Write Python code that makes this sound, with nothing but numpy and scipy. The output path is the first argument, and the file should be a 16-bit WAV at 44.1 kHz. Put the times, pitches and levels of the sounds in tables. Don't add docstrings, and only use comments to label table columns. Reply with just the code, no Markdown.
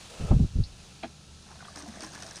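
import sys
import numpy as np
from scipy import signal
from scipy.fft import rfft, irfft
from scipy.io import wavfile

SR = 44100
rng = np.random.default_rng(int(sys.argv[2]) if len(sys.argv) > 2 else 0)


def unload_wav(signal):
    wavfile.write(
        sys.argv[1],
        SR,
        np.round(np.clip(np.atleast_2d(signal).T, -1, 1) * 32767).astype(np.int16),
    )


N = 105840
T = np.arange(N) / SR


def from_db(db):
    return 10 ** (np.asarray(db) / 20)


def rms_one(x):
    return x / np.sqrt(np.mean(x ** 2) + 1e-20)


def level(rows):
    return from_db(np.interp(T, *np.transpose(rows)))


def filtered(x, hz, kind, order=2):
    edges = np.clip(hz, 5, 0.47 * SR)
    return signal.sosfilt(signal.butter(order, edges, kind, fs=SR, output="sos"), x + 1e-18)


def coloured(x, spectrum):
    hz, db = np.transpose(spectrum)
    size = 2 * N
    f = np.maximum(np.arange(N + 1) * SR / size, 1)
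    cepstrum = irfft(np.log(from_db(np.interp(np.log(f), np.log(hz), db))))
    cepstrum[1:N] *= 2
    cepstrum[N + 1:] = 0
    return irfft(rfft(x, size) * np.exp(rfft(cepstrum)))[:N]


def noise():
    return rng.standard_normal(N)


def narrow(hz, width_hz, db):
    return from_db(db) * rms_one(filtered(noise(), [hz - width_hz / 2, hz + width_hz / 2], "band"))


def drift(rate_hz):
    return rms_one(filtered(rng.standard_normal(2 * N), rate_hz, "low")[N:])


def burst(start, attack, hold, release):
    rise = np.clip((T - start) / attack, 0, 1)
    return rise * np.exp(-np.maximum(T - start - hold, 0) / release)


def ping(start, hz, t60, rise=0):
    age = np.maximum(T - start, 0)
    return np.sin(2 * np.pi * hz * age * (1 + rise * age / 2)) * from_db(-60 * age / t60)


DROP_SPREAD_DB = 5.5


def impacts(rate):
    hit = np.flatnonzero(rng.random(N) < rate / SR)
    draws = rng.random((N, 2))[hit]
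    size_db = DROP_SPREAD_DB * np.minimum(-np.log(draws[:, 0]), 3.5)
    clicks = np.zeros(N)
    clicks[hit] = from_db(size_db) * np.sign(draws[:, 1] - 0.5)
    return clicks


def ringing(rate, low_hz, high_hz, cycles, count=28):
    out = 0
    for hz in np.geomspace(low_hz, high_hz, count):
        keep = from_db(-60 * hz / (cycles * SR))
        turn = 2 * np.pi * hz / SR
        feedback = [1, -2 * keep * np.cos(turn), keep * keep]
        out = out + signal.lfilter([0, np.sin(turn)], feedback, impacts(rate / count) + 1e-18)
    return rms_one(out)


# frequency in Hz, relative level in dB.
AIR_COLOUR = [(340, -14), (750, -18), (1050, -22.5), (1600, -23), (2100, -26.5), (2600, -17), (3100, -19),
              (3900, -15.5), (5300, -18.5), (6500, -18), (7500, -23.5), (10500, -30), (11100, -47),
              (12400, -38.5), (15500, -60)]
# time in seconds, level in dB.
AIR_LOUDNESS = [(0, -52.5), (.55, -55.5), (1.0, -54.5), (1.2, -56.5), (2.4, -51.5)]
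# centre in Hz, width in Hz, level in dB.
INSECT_BAND = (9650, 190, -73)
# frequency in Hz, relative level in dB.
RUSTLE_COLOUR = [(150, -15), (1000, -3), (1900, -8), (2700, -4.5), (4500, -8), (7000, -9), (9700, -13),
                 (11300, -27.5), (15000, -27)]
# time in seconds, level in dB.
RUSTLE_LOUDNESS = [(0, -53), (.28, -50), (.38, -57.5), (.65, -67.5), (.85, -59.5), (1.02, -64), (1.2, -83)]
# centre in Hz, width in Hz, relative level in dB.
BRUSH_BANDS = [(544, 310, -1.5), (1290, 140, -10.5), (2630, 94, -17.5)]
# time in seconds, gain in dB.
BRUSH_GAIN = [(0, -101), (.12, -51.5), (.24, -46), (.31, -41), (.38, -60), (.5, -94)]


def surroundings(flicker_db=2.0):
    air = level(AIR_LOUDNESS) * rms_one(filtered(coloured(noise(), AIR_COLOUR), 150, "high"))
    flicker = from_db(flicker_db * drift(79))
    rustle = level(RUSTLE_LOUDNESS) * flicker * rms_one(coloured(noise(), RUSTLE_COLOUR))
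    brush = level(BRUSH_GAIN) * sum(narrow(*band) for band in BRUSH_BANDS)
    return air + rustle + brush + narrow(*INSECT_BAND)


# frequency in Hz before it wavers, level in dB before growth and flutter.
ENGINE_LINES = [(75.4, -58.5), (123, -63.5), (151, -62), (174, -64.5), (199, -64)]
# time in seconds, gain in dB.
ENGINE_GROWTH = [(0, -2), (.8, -0.5), (2.4, 0.4)]
# centre in Hz, width in Hz, level in dB before growth.
WHIRR_BAND = (1325, 80, -72)
RUMBLE_DB = -58.5


def engine(waver=0.0063, flutter_db=2):
    turns = np.cumsum(1 + waver * drift(3)) / SR
    lines = 0
    for hz, db in ENGINE_LINES:
        gain = np.sqrt(2) * from_db(db + flutter_db * drift(2))
        lines = lines + gain * np.sin(2 * np.pi * (hz * turns + rng.random()))
    dull = filtered(filtered(noise(), 208, "low", order=4), 16, "high")
    rumble = from_db(RUMBLE_DB) * rms_one(dull)
    return level(ENGINE_GROWTH) * (lines + rumble + narrow(*WHIRR_BAND))


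# time in seconds, gain in dB.
FLOW_GAIN = [(1.3, -18), (1.5, -10), (1.64, -8.5), (1.73, -6.5), (1.92, -5.5), (2.04, -1), (2.1, -2.5),
             (2.24, -1), (2.4, -1.5)]
# start in seconds, extra gain in dB, length in seconds.
LEAF_SPATTERS = [(1.759, 10, 0.057), (1.878, 8.5, 0.016), (2.007, 5, 0.059), (2.13, 6, 0.03),
                 (2.22, 5.5, 0.022), (2.36, 3.5, 0.03)]
# frequency in Hz, relative level in dB.
PATTER_COLOUR = [(320, 2.5), (450, -5.5), (720, -1.5), (1300, -7), (1650, 2.5), (2050, -9), (4200, -10.5),
                 (5400, -3.5), (6400, -6), (7500, -16), (8600, -6), (9500, -15), (11300, -25), (15000, -34)]
# time in seconds, level in dB.
BUBBLE_LOUDNESS = [(1.43, -71), (1.51, -54), (1.59, -61.5), (1.63, -52), (1.74, -61.5), (1.77, -47.5),
                   (1.91, -61), (1.94, -52), (2.05, -47.5), (2.09, -66), (2.15, -51), (2.4, -62.5)]
TICK_DB, TINKLE_DB = -50.5, -56
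DROPS_PER_S, TINKLES_PER_S, BUBBLES_PER_S = 1500, 390, 1400
TINKLE_LOW_HZ, TINKLE_HIGH_HZ, TINKLE_CYCLES = 3630, 9140, 45
BUBBLE_LOW_HZ, BUBBLE_HIGH_HZ, BUBBLE_CYCLES = 651, 2430, 18.3


def patter():
    extra_db = sum(db * burst(s, 0.0019, length, 0.0023) for s, db, length in LEAF_SPATTERS)
    flow = level(FLOW_GAIN) * from_db(extra_db)
    shared = impacts(DROPS_PER_S)
    edges = np.geomspace(170, 15000, 14)
    blades = 0
    for low, high in zip(edges, edges[1:]):
        clicks = shared + impacts(DROPS_PER_S)
        blades = blades + filtered(clicks * noise(), [low, high], "band")
    ticks = from_db(TICK_DB) * rms_one(coloured(blades, PATTER_COLOUR))
    bright = ringing(TINKLES_PER_S, TINKLE_LOW_HZ, TINKLE_HIGH_HZ, TINKLE_CYCLES)
    tinkles = from_db(TINKLE_DB) * rms_one(coloured(bright, PATTER_COLOUR))
    small = ringing(BUBBLES_PER_S, BUBBLE_LOW_HZ, BUBBLE_HIGH_HZ, BUBBLE_CYCLES)
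    return flow * (ticks + tinkles) + level(BUBBLE_LOUDNESS) * small


# start in seconds, level in dB, length in seconds, lowest Hz,
# highest Hz of the turbulence.
JOLT_ROWS = [(0.194, -31, 0.064, 10, 163), (.303, -15, 0.027, 12, 216), (0.332, -17.5, 0.041, 26, 145),
             (0.388, -18, 0.023, 66, 165), (0.41, -20.5, 0.04, 34, 146), (.552, -23.5, 0.0207, 25, 165),
             (0.577, -19.5, 0.032, 19, 124)]
# time in seconds, level in dB.
RUMBLE_LOUDNESS = [(.12, -64), (.28, -36.5), (.46, -35), (.51, -40), (.56, -30), (.63, -33), (.68, -46.5),
                   (.95, -71)]
# start in seconds, level in dB, length in seconds.
SCRAPE_ROW = (.3075, -32, 0.018)
JOLT_ATTACK_S, JOLT_RELEASE_S = 0.0068, 0.0098
SWAY_DB, SCUFF_DB = -2, -20.5
SCUFF_REACH = 2.3


def jolts():
    low_noise = filtered(filtered(noise(), 91.4, "low", order=4), 32, "high")
    out = level(RUMBLE_LOUDNESS) * rms_one(low_noise)
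    for s, db, length, low_hz, high_hz in JOLT_ROWS:
        swirl = filtered(noise(), high_hz, "low", order=4)
        strength = np.sqrt(np.abs(signal.hilbert(swirl)) ** 2 + 2 * np.var(swirl))
        even = rms_one(swirl / strength)
        scuff = from_db(SCUFF_DB) * rms_one(filtered(noise(), high_hz * SCUFF_REACH, "low", order=3))
        sway = from_db(SWAY_DB) * np.sin(2 * np.pi * (T - s) / length)
        shape = filtered(burst(s, JOLT_ATTACK_S, length * 0.85, JOLT_RELEASE_S), high_hz, "low")
        lump = filtered((even + scuff + sway) * shape, low_hz, "high")
        out = out + from_db(db) * lump * np.sqrt(length * SR / np.sum(lump ** 2))
    s, db, length = SCRAPE_ROW
    rasp = rms_one(filtered(noise(), [380, 760], "band"))
    return out + from_db(db) * burst(s, 0.00071, length, JOLT_RELEASE_S) * rasp


SQUEAK_START_S, SQUEAK_LENGTH_S, SQUEAK_DECAY_S, SQUEAK_DB = 0.636, 0.031, 0.015, -39.5
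SQUEAK_START_HZ, SQUEAK_GLIDE_HZ_PER_S = 4330, 19200
SQUEAK_HALF_WIDTH_HZ = 670


def squeak():
    age = np.clip(T - SQUEAK_START_S, 0, 2 * SQUEAK_LENGTH_S)
    phase = 2 * np.pi * np.cumsum(SQUEAK_START_HZ + SQUEAK_GLIDE_HZ_PER_S * age) / SR
    rough = filtered(noise() + 1j * noise(), SQUEAK_HALF_WIDTH_HZ, "low", order=6)
    fade = burst(SQUEAK_START_S, 0.0012, 0, SQUEAK_DECAY_S)
    stop = burst(SQUEAK_START_S, 0.0012, SQUEAK_LENGTH_S, 0.0035)
    return from_db(SQUEAK_DB) * fade * stop * rms_one(np.real(rough * np.exp(1j * phase)))


# start in seconds, gain in dB, lowest strongly driven frequency in Hz.
KNOCK_CONTACTS = [(1.028, -36.5, 895), (1.0335, -27, 570), (1.0426, -34.5, 148), (1.054, -38.5, 150)]
# frequency in Hz, relative level in dB,
# time in seconds to fall 60 dB.
CAN_TONES = [(225.5, 1, 0.14), (316.6, -0.5, 0.12), (638, 2.5, 0.064), (742, 5, 0.023), (880, -4.5, 0.019),
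             (1226, -10, 0.029), (1616, -13, 0.047), (2000, -23, 0.03), (2420, -12, 0.066),
             (3190, -14, 0.051), (4080, -13.5, 0.037)]
CAN_BEND_PER_S, CAN_BEND_S = 2.2, 0.019
CAN_ROUGH = 0.3
CRACK_DB, CRACK_DECAY_S = -12, 0.011


def knock():
    bend = CAN_BEND_PER_S * np.clip(T - KNOCK_CONTACTS[1][0], 0, CAN_BEND_S)
    bent_time = np.cumsum(1 + bend) / SR
    out = 0
    for s, db, low_hz in KNOCK_CONTACTS:
        age = np.maximum(bent_time - np.interp(s, T, bent_time), 0)
        ring = 0
        for k, (hz, tone_db, t60) in enumerate(CAN_TONES):
            fading = from_db(tone_db + rng.normal(0, 1) - 60 * age / t60)
            drive = hz ** 2 / (hz ** 2 + low_hz ** 2)
            ring = ring + fading * drive * (-1) ** k * np.sin(2 * np.pi * hz * age)
        crack_noise = rms_one(filtered(noise(), [450, 2900], "band", order=3))
        crack = crack_noise * burst(s, 0.00044, 0, CRACK_DECAY_S)
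        out = out + from_db(db) * (ring * (1 + CAN_ROUGH * drift(250)) + from_db(CRACK_DB) * crack)
    return out


# start in seconds, gain in dB, starting pitch in Hz,
# time in seconds to fall 60 dB.
GURGLE_ROWS = [(1.604, -41, 1464, 0.056), (1.649, -39.5, 3280, 0.021), (1.651, -43, 1325, 0.058),
               (1.681, -38.5, 1170, 0.041), (1.862, -44, 698, 0.12), (1.952, -43, 670, 0.059),
               (1.993, -44.5, 632, 0.14), (2.035, -45, 1028, 0.18), (2.153, -43, 1700, 0.098),
               (2.224, -40, 1546, 0.069), (2.245, -45.5, 649, 0.2), (2.31, -41.5, 1620, 0.051)]
BUBBLE_RISE_PER_S = 0.73
BUBBLE_ROUGH = 0.4
GURGLE_ATTACK_S = 0.0014


def gurgles(splash_db=-9):
    out = 0
    for s, db, hz, t60 in GURGLE_ROWS:
        fade_in = np.clip((T - s) / GURGLE_ATTACK_S, 0, 1)
        ring = ping(s, hz, t60, BUBBLE_RISE_PER_S) * fade_in * (1 + BUBBLE_ROUGH * drift(320))
        splash = narrow(hz, hz / 2, splash_db) * burst(s, GURGLE_ATTACK_S, 0, t60 / 6)
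        out = out + from_db(db) * (ring + splash)
    return out


# start in seconds, gain in dB, shared by snap and ring.
BIG_DROPS = [(1.7585, -32), (1.7862, -39), (1.823, -36.5), (1.885, -45), (2.0062, -33), (2.022, -34),
             (2.046, -38.5), (2.148, -38), (2.203, -36), (2.223, -29), (2.2647, -33), (2.3095, -34),
             (2.358, -32), (2.3665, -31.5), (2.376, -37)]
LEAF_HZ, LEAF_T60_S = 5510, 0.017
SNAP_DECAY_S, SNAP_DB = 0.0024, 8.5


def drops():
    snaps = np.sign(noise()) * sum(from_db(db) * burst(s, 0.0004, 0, SNAP_DECAY_S) for s, db in BIG_DROPS)
    rings = 0
    for s, db in BIG_DROPS:
        hz = LEAF_HZ * np.exp(rng.normal(0, 0.086))
        rings = rings + from_db(db) * ping(s, hz, LEAF_T60_S)
    bright_snaps = coloured(filtered(snaps, [3500, 9500], "band"), PATTER_COLOUR)
    return from_db(SNAP_DB) * bright_snaps + 0.5 * rings


# start in seconds, gain in dB, starting pitch in Hz.
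GLUG_ROWS = [(1.765, -43, 284), (1.825, -40.5, 287), (1.874, -35, 218.5), (1.955, -38, 196.5),
             (2.02, -39, 306)]
GLUG_ATTACK_S, GLUG_T60_S = 0.012, 0.22


def glugs():
    out = 0
    for s, db, hz in GLUG_ROWS:
        fade_in = np.clip((T - s) / GLUG_ATTACK_S, 0, 1)
        out = out + from_db(db) * ping(s, hz, GLUG_T60_S, BUBBLE_RISE_PER_S) * fade_in
    return out * (1 + BUBBLE_ROUGH * drift(60))


def scene():
    carrying = jolts() + knock() + squeak()
    water = patter() + drops() + gurgles() + glugs()
    background = engine() + surroundings()
    return (carrying + water + background)[None]


def record(dry):
    return signal.sosfilt(signal.cheby2(14, 60, 15500, fs=SR, output="sos"), dry)


dry = scene()
out = record(dry)
unload_wav(out)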